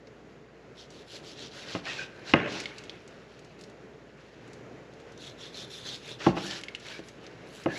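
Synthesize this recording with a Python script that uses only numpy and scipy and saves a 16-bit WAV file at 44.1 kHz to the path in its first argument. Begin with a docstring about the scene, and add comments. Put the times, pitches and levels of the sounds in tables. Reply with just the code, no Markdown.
"""A gas flame rushes over a fridge's hum while fingers shift raw meat; wet snaps pop as it peels from the blade.
A kitchen knife saws in short strokes, scrapes and squeaks on the plastic board, taps it and chops down on it.
Flame and friction are filtered noise, hum and squeaks are sines; blows ring decaying board modes,
and snaps are short decaying tones with noise. A small kitchen answers all but flame and hum."""
import sys
import numpy as np
from scipy import signal
from scipy.fft import rfft, irfft, next_fast_len
from scipy.io import wavfile
from scipy.ndimage import uniform_filter1d, map_coordinates

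SR = 44100
rng = np.random.default_rng(int(sys.argv[2]) if len(sys.argv) > 2 else 0)


def waveform_to_disk(signal):
    """Save audio, clipped to [-1, 1], as 16-bit WAV at the path in sys.argv[1]."""
    frames = np.transpose(np.atleast_2d(signal))
    scaled = np.clip(frames, -1, 1) * 32767
    samples = np.round(scaled).astype(np.int16)
    wavfile.write(sys.argv[1], SR, samples)


def convert_level_to_amplitude(level_db):
    """Map a level in decibels to its linear amplitude factor."""
    exponent = np.asarray(level_db, float) / 20
    return 10 ** exponent


N = 343098

# Response of the small microphone. Each row: frequency in Hz, gain in dB.
MIC_RESPONSE = [(40, -18.5), (100, 1), (6500, -2), (8000, -9), (8900, -21.5), (9100, -43.5), (9350, -13.5),
                (10300, -13), (11200, -22), (13000, -24.5), (15500, -42)]


def unit(x):
    """Scale to rms 1."""
    return x / np.sqrt(np.mean(x ** 2) + 1e-20)


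def along(points, hz):
    """Interpolate (Hz, value) points on a log frequency axis."""
    point_hz, value = np.transpose(points)
    return np.interp(np.log(hz + 1), np.log(point_hz + 1), value)


def curves(rows):
    """One value per sample for each column after the time in seconds."""
    s, *columns = np.transpose(rows)
    return [np.interp(np.arange(N) / SR, s, column) for column in columns]


def wobble(knots_per_s):
    """A smooth random curve through normally distributed knots."""
    knots = rng.standard_normal(int(N * knots_per_s / SR) + 4)
    return map_coordinates(knots, [np.arange(N) * knots_per_s / SR])


def filtered(x, response):
    """Apply a complex response of frequency in Hz."""
    size = next_fast_len(N + SR // 2)
    return irfft(rfft(x, size) * response(np.fft.rfftfreq(size, 1 / SR)), size)[:N]


def high_pass(x, hz):
    """A small object radiates little below hz."""
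    return signal.sosfilt(signal.butter(4, hz, "high", fs=SR, output="sos"), x)


def resonances(peaks):
    """Gain of steep-flanked peaks, each a squared resonator, whose powers add."""
    def gain(f):
        power = 0
        for hz, width_hz, db in peaks:
            resonator = np.abs(f * width_hz / (hz * hz - f * f + 1j * f * width_hz))
            power = power + convert_level_to_amplitude(db) ** 2 * resonator ** 4
        return np.sqrt(power)
    return gain


def friction(peaks, grain_db, patchy_db):
    """Noise that jumps fibre by fibre and tears in patches, through resonances; rms 1."""
    z = signal.stft(rng.standard_normal(N), nperseg=256)[2]
    field = uniform_filter1d(rng.standard_normal(z.shape), size=4, axis=0)
    field = uniform_filter1d(field, size=8, axis=1)
    torn = signal.istft(z * convert_level_to_amplitude(patchy_db * unit(field)), nperseg=256)[1][:N]
    grain = convert_level_to_amplitude(grain_db * wobble(600))
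    return unit(filtered(grain * torn, resonances(peaks)))


def stove():
    """The gas flame's noise rushes unsteadily over the fridge's steady low sines."""
    # Flame spectrum as heard through the microphone. Each row: frequency in Hz, relative density in dB per Hz.
    flame_colour = [(24, -56), (40, -24.5), (145, 1.5), (182, -2), (313, -1.5), (401, 0.5), (443, 2),
                    (478, -1.5), (676, -7.5), (933, -14), (1200, -15), (1350, -14), (2010, -16),
                    (3800, -29), (6300, -32), (6950, -31.5), (8500, -50), (11600, -49.5), (15000, -70)]
    # Flame loudness. Each row: time in seconds, level in dB.
    flame_level = [(0, -52), (2, -49.5), (4, -51.5), (4.7, -48), (6, -50.5), (7.78, -50.5)]
    # Fridge hum ahead of the microphone. Each row: frequency in Hz, rms level in dB.
    fridge_hum = [(59, -57.5), (118, -69)]

    def colour(hz):
        return convert_level_to_amplitude(along(flame_colour, hz) - along(MIC_RESPONSE, hz))

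    level_db = curves(flame_level)[0] + 1.5 * wobble(9)
    out = unit(filtered(rng.standard_normal(N), colour)) * convert_level_to_amplitude(level_db)
    t = np.arange(N) / SR
    for hz, db in fridge_hum:
        out += np.sqrt(2) * convert_level_to_amplitude(db + 0.28 * wobble(2.36)) * np.sin(2 * np.pi * hz * t)
    return out


def strokes():
    """The blade speeds up and slows in every stroke: gains of hiss, scrape, fizz and shudder."""
    # Saw strokes. Each row: start in seconds, length in seconds, hiss through meat in dB,
    # scrape on board in dB, fizz over the hiss in dB.
    saw_strokes = [(0.738, 0.14, -50, -69, -9), (0.875, 0.19, -54, -63, -3), (1.052, 0.17, -46, -53, -2),
                   (1.205, 0.17, -47.5, -62, -5), (1.34, 0.17, -44, -54.5, -11), (1.489, 0.2, -45, -50, -6),
                   (1.624, 0.2, -41, -44, -10), (1.819, 0.16, -39.5, -38, -13),
                   (1.886, 0.2, -42, -44.5, -11), (2.23, .13, -42.5, -43.5, -12),
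                   (2.453, .22, -39, -39, -12.5), (2.625, 0.11, -51.5, -49, -17),
                   (3.566, 0.097, -62.5, -63, 6), (5.163, 0.18, -45, -58.5, -5),
                   (5.358, 0.17, -45, -55, -6.5), (5.504, .18, -41, -55, -5.5),
                   (5.658, 0.2, -44, -55, -0.5), (5.797, 0.22, -40, -51, -5.5), (5.983, 0.2, -44, -50, -6),
                   (6.174, 0.16, -40, -40.5, -9), (6.345, 0.089, -40.5, -41, -8),
                   (6.387, 0.13, -39.5, -47, -3.5), (6.469, .1, -37.5, -43, -10),
                   (6.529, 0.087, -39.5, -43, -9), (6.773, 0.26, -45, -46, -4), (7.016, 0.12, -57, -60, 1),
                   (7.196, .11, -68, -53, 2), (7.427, 0.28, -56.5, -62, 7), (7.663, 0.38, -40, -46, -2)]
    # Board skids and sudden scrapes, most just after a chop.
    # Each row: start in seconds, hold in seconds, scrape in dB, shudder in dB.
    board_skids = [(2.34, 0.1, -35.5, -32.5), (6.199, 0.05, -44, -48), (6.285, 0.047, -52, -43),
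                   (7.683, 0.021, -45, -42)]
    # Fingers shifting the meat. Each row: time in seconds, hiss in dB.
    handling = [(0, -72.5), (.7, -73.5), (1, -69.5), (2.8, -58), (3, -64), (3.5, -64.5), (3.9, -72),
                (4.15, -69.5), (4.2, -63.5), (4.55, -67), (4.7, -73), (5.1, -65.5), (5.3, -66), (7, -64),
                (7.4, -64), (7.78, -56.5)]
    fastest_share, top_speed, speed_power = 0.51, 0.97, 1.56  # the hand holds speed steady above top_speed
    attack_s, fade_db_per_s = 0.0087, 161

    t, power = np.arange(N) / SR, np.zeros((4, N))
    bend = np.log(0.5) / np.log(fastest_share)
    for s, length_s, hiss_db, scrape_db, fizz_db in saw_strokes:
        span = slice(round(s * SR), round((s + length_s) * SR))
        progress = np.clip((t[span] - s) / length_s, 0, 1)
        swing = np.abs(np.sin(np.pi * progress ** bend))
        loudness = np.minimum(swing / top_speed, 1) ** speed_power
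        shudder_db = -53 + 0.67 * (scrape_db + 48)
        levels_db = [[hiss_db], [scrape_db], [hiss_db + fizz_db], [shudder_db]]
        power[:, span] += (convert_level_to_amplitude(levels_db) * loudness) ** 2

    chatter_db = 2.5 * wobble(200)
    for s, hold_s, scrape_db, shudder_db in board_skids:
        fade_db = fade_db_per_s * np.maximum(t - s - hold_s, 0)
        slide = np.clip((t - s) / attack_s, 0, 1) * convert_level_to_amplitude(chatter_db - fade_db)
        power[[1, 3]] += (convert_level_to_amplitude([[scrape_db], [shudder_db]]) * slide) ** 2

    # handling: scrape and fizz in dB over its hiss
    power[:3] += convert_level_to_amplitude(curves(handling)[0] + np.array([[0], [4.5], [-5.5]])) ** 2
    return np.sqrt(power) * convert_level_to_amplitude(wobble(30))  # fibres catch


def ticks():
    """Gain that leaps for a few milliseconds whenever a fibre parts."""
    ticks_per_s, t60_s = 110, 0.006
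    draw = rng.random((N, 2))
    leap = convert_level_to_amplitude(-3 - 2 * np.log(draw[:, 1] + 1e-3))
    parting = (draw[:, 0] < ticks_per_s / SR) * leap
    return 1 + signal.lfilter([1], [1, -convert_level_to_amplitude(-60 / (t60_s * SR))], parting)


def sawing():
    """The edge hisses through the meat, fizzes, drags on the board and shakes it."""
    # Resonances of the friction. Each row: frequency in Hz, resonator width in Hz, level in dB.
    open_cut = [(3140, 1200, 1.5), (4040, 1800, 3), (5500, 1150, -3.5), (6840, 3900, -8.5)]
    deep_cut = [(2700, 1200, -5), (3550, 770, 7.5), (4060, 530, 3.5), (5400, 1300, -5.5),
                (4960, 4900, -5.5), (7000, 1800, -11.5)]
    finest_fizz = [(9100, 3900, -3.5), (11100, 8800, 9)]
    board_drag = [(895, 1000, -0.5), (1320, 150, -5), (1600, 600, 5), (1950, 530, 0.5), (2500, 1050, 2.5),
                  (2680, 520, 0)]
    board_shudder = [(125, 61, -1.5), (241, 26, -14), (314, 48, 1.5), (414, 72, 2.5), (580, 133, 0.5)]  # the loaded board on the counter

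    first = friction(open_cut, grain_db=-1.5, patchy_db=1.5)
    second = friction(deep_cut, grain_db=-0.5, patchy_db=3.0)
    t = np.arange(N) / SR
    buried = (t > 5.1) & (t <= 6.18)  # deep in the second slice the hiss narrows to a rasp
    hiss = np.where(buried, second, first)
    fizz = friction(finest_fizz, grain_db=2.5, patchy_db=2.5)
    tearing = unit(ticks())
    scrape = friction(board_drag, grain_db=0.5, patchy_db=3.0)
    shudder = friction(board_shudder, grain_db=3.0, patchy_db=3.5)
    return (strokes() * [hiss * tearing, scrape, fizz * tearing, shudder]).sum(axis=0)


def snaps():
    """A film of juice bursts: a broad pop, a ping of the blade and a sharp edge."""
    # Wet snaps. Each row: start in seconds, level in dB, pitch in Hz,
    # blade ping in dB over the pop, relative bright edge in dB.
    wet_snaps = [(0.0716, -37, 4640, -13, -45), (0.904, -36, 4430, -13, -19.5),
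                 (2.5233, -31, 4250, -8, -17), (2.601, -43, 4040, 13, 4.5), (2.637, -27.5, 2890, -8, -24),
                 (2.657, -17.5, 3060, -4, -49), (2.7825, -24.5, 4370, -28, -23),
                 (2.838, -38.5, 2740, -9, -14.5), (2.8957, -21.5, 3350, -34, -43),
                 (3.077, -46.5, 4050, -17, -8), (3.3917, -56, 2720, -18, -1), (3.446, -53, 3500, -11, -5),
                 (3.5904, -43, 4240, -11, -19), (3.611, -45, 4200, -20, -6.5), (3.638, -35, 4220, -19, -20),
                 (3.698, -50, 4560, -15, -11), (4.4766, -52, 2900, -13, -8), (4.532, -45, 7100, -17, -8),
                 (4.936, -56, 2790, -9, -5.5), (5.0003, -51, 2720, -12, -11), (5.12, -52.5, 6500, -20, -5),
                 (5.176, -38, 6040, -18, -20), (6.612, -36, 2700, -3, -13), (6.6361, -23, 2880, -9, -24.5),
                 (6.684, -21, 2700, -6.5, -37), (6.7494, -17, 2830, -16, -32.5),
                 (6.798, -43, 3520, -11, -10.5), (6.8663, -37, 3140, 0, -15), (6.992, -32, 2680, -19, -26),
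                 (7.0846, -41.5, 6840, -19, -6.5), (7.2407, -39, 2800, -11, -24),
                 (7.266, -30.5, 4420, -27, -34), (7.6376, -37, 2710, -11, -17)]
    out, t = np.zeros(N + SR), np.arange(SR // 20) / SR
    onset = 1 - np.exp(-t / 0.00014)
    noises = rng.standard_normal((len(wet_snaps), len(t)))
    for (s, db, hz, ping_db, edge_db), noise in zip(wet_snaps, noises):
        tone = np.sin(2 * np.pi * hz * t)
        pop = convert_level_to_amplitude(-60 * t * hz / 16) * tone  # down 60 dB in 16 cycles
        spray = 0.9 * convert_level_to_amplitude(-60 * t / 0.037) * tone * uniform_filter1d(noise, size=12)
        blade = convert_level_to_amplitude(ping_db - 60 * t / 0.027) * np.sin(2 * np.pi * 2180 * t)
        crisp = np.diff(uniform_filter1d(noise[::-1], size=3), prepend=0)
        bright = convert_level_to_amplitude(edge_db + 16.5 - 60 * t / 0.045) * crisp  # raised: the microphone dulls it
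        out[round(s * SR):][:len(t)] += convert_level_to_amplitude(db) * onset * (pop + spray + blade + bright)
    return high_pass(out[:N], 2040)


def contacts():
    """Every touch of blade on board as (s, dB, thud, knock, ring, crack); a chop is tip, heel, bounce."""
    # Light taps of the blade. Each row: start in seconds, level in dB, extra ring in dB, extra crack in dB.
    light_taps = [(1.7505, -24, 6, -3), (1.761, -22, -14, -13), (6.368, -26, 9, -8), (6.374, -31, 6, 0),
                  (6.38, -32, 12, 1), (6.992, -28, -15, -23)]
    # Chops. Each row: start in seconds, tip in dB, heel in dB, hardness in dB, place in dB (ring against knock).
    chops = [(2.337, -16.5, -7.5, 10, -1.5), (6.2651, -23.5, -4.5, -2, 4), (7.6597, -19.5, -13, -8.5, -6.5)]
    # shares in dB: thud, knock, ring, crack
    tip, heel = (-2, -9, 14, -3), (-6.5, -3.5, 0.5, -24.5)
    bounce, tap = (3, -10, -5, -24), (-11, -1.5, 0.5, -4)
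    heel_delay_s, bounce_delay_s = 0.003515, 0.0235  # after the tip

    rows = [(s, db, *np.add(tap, [0, 0, ring, crack])) for s, db, ring, crack in light_taps]
    for s, tip_db, heel_db, hard, place in chops:
        rows.append((s, tip_db, *np.add(tip, [0, 0, place, hard])))
        rows.append((s + heel_delay_s, heel_db, *np.add(heel, [0, -place, place, hard])))
        rows.append((s + bounce_delay_s, heel_db - 9.5, *bounce))
    return rows


def knocks():
    """Each blow rings the board; its hardness and place set how the modes share it."""
    # Modes of the board on its counter. Each row: frequency in Hz, level in dB, t60 in seconds.
    board_modes = [(62.4, -9, 0.11), (150.5, -13.5, 0.12), (183.6, -7, 0.14), (234, 0.5, 0.033),
                   (290.5, -13.5, 0.088), (327.8, -1.5, 0.053), (416, -1, 0.037), (513.5, -2.5, 0.039),
                   (647, -2.5, 0.036), (773, -16, 0.11), (830, -11, 0.035), (1062, -1, 0.02),
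                   (1260, -6.5, 0.05), (1575, -5.5, 0.04), (2093, 4.5, 0.02), (2526, 8.5, 0.011),
                   (2753, 4, 0.016), (3740, -8, 0.014), (5200, -12, 0.0087)]
    out, t = np.zeros(N + SR), np.arange(SR // 2) / SR
    hz, level_db, t60_s = np.transpose(board_modes)[:, :, None]
    blows = contacts()
    places = rng.standard_normal((len(blows), len(board_modes), 1))
    for (s, db, thud, knock, ring, crack), place in zip(blows, places):
        share_db = along([(170, thud), (335, 0), (580, knock), (830, ring), (1900, crack)], hz) + place
        press_s = 0.0004 * convert_level_to_amplitude(-0.45 * min(crack, 0))  # dull blows are cushioned and press longer
        onset = 1 - np.exp(-t / press_s)
        decay = convert_level_to_amplitude(level_db + share_db - 60 * t / t60_s)
        modes = decay * onset * np.sin(2 * np.pi * hz * (1 + 0.005 * place) * t)
        out[round(s * SR):][:len(t)] += convert_level_to_amplitude(db) * modes.sum(axis=0)
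    return high_pass(out[:N], 73)


def squeaks():
    """Stick-slip locks to a mode for a moment: a wavering, unsteady tone."""
    # The edge squeaks on the plastic. Each row: start in seconds, end in seconds,
    # start frequency in Hz, end frequency in Hz, level in dB.
    edge_squeaks = [(1.863, 1.913, 1700, 1950, -42), (1.891, 1.919, 2500, 2530, -40.5),
                    (1.975, 2.032, 1628, 1540, -38.5), (1.95, 2.05, 2500, 2500, -44),
                    (6.449, 6.554, 1693, 1770, -47), (6.9, 6.98, 1600, 1660, -52),
                    (6.92, 6.98, 2260, 2320, -49), (7.685, 7.745, 1736, 1700, -41),
                    (7.752, 7.778, 2010, 2310, -38)]
    out, t = np.zeros(N), np.arange(N) / SR
    waver, flutter_db = 0.03 * wobble(200), 4 * wobble(250)
    for start_s, end_s, start_hz, end_hz, db in edge_squeaks:
        progress = np.clip((t - start_s) / (end_s - start_s), 0, 1)
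        hz = (start_hz + (end_hz - start_hz) * progress) * (1 + waver)
        swell = np.sqrt(np.abs(2 * np.sin(np.pi * progress)))
        out += swell * convert_level_to_amplitude(db + flutter_db) * np.sin(2 * np.pi * np.cumsum(hz) / SR)
    return out


def kitchen(x):
    """Each frequency of the room's answer dies at its own speed."""
    # Reverberation. Each row: frequency in Hz, t60 in seconds.
    room_decay = [(100, 0.77), (400, 0.74), (1500, 0.71), (4000, 0.21), (10000, 0.43)]
    hz, t, z = signal.stft(rng.standard_normal(SR), SR, nperseg=256)
    decay = convert_level_to_amplitude(-60 * t / along(room_decay, hz)[:, None])
    tail = signal.istft(z * decay, SR, nperseg=256)[1]
    delayed = np.pad(x, (250, 0))  # samples
    return signal.fftconvolve(delayed, tail / np.linalg.norm(tail))[:N]


def scene():
    """Board sounds near the microphone with their room, over the stove and fridge."""
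    blows, wet, edge = knocks(), snaps(), sawing() + squeaks()
    room = convert_level_to_amplitude(-12.5) * kitchen(blows) + convert_level_to_amplitude(-11.5) * kitchen(wet) + convert_level_to_amplitude(-10.0) * kitchen(edge)
    return (blows + wet + edge + room + stove())[None]


def top_cut(x):
    """Nothing passes above the cut-off."""
    return signal.sosfilt(signal.butter(12, 15610, fs=SR, output="sos"), x)


def record(dry):
    """The input stage rounds off peaks; the small microphone is dull above 7 kHz, with a notch near 9 kHz."""
    ceiling = 1.1
    rounded = dry[0] / (1 + (dry[0] / ceiling) ** 4) ** 0.25
    mix = filtered(rounded, lambda hz: convert_level_to_amplitude(along(MIC_RESPONSE, hz)))[None]
    return top_cut(mix)


dry = scene()
out = record(dry)
waveform_to_disk(out)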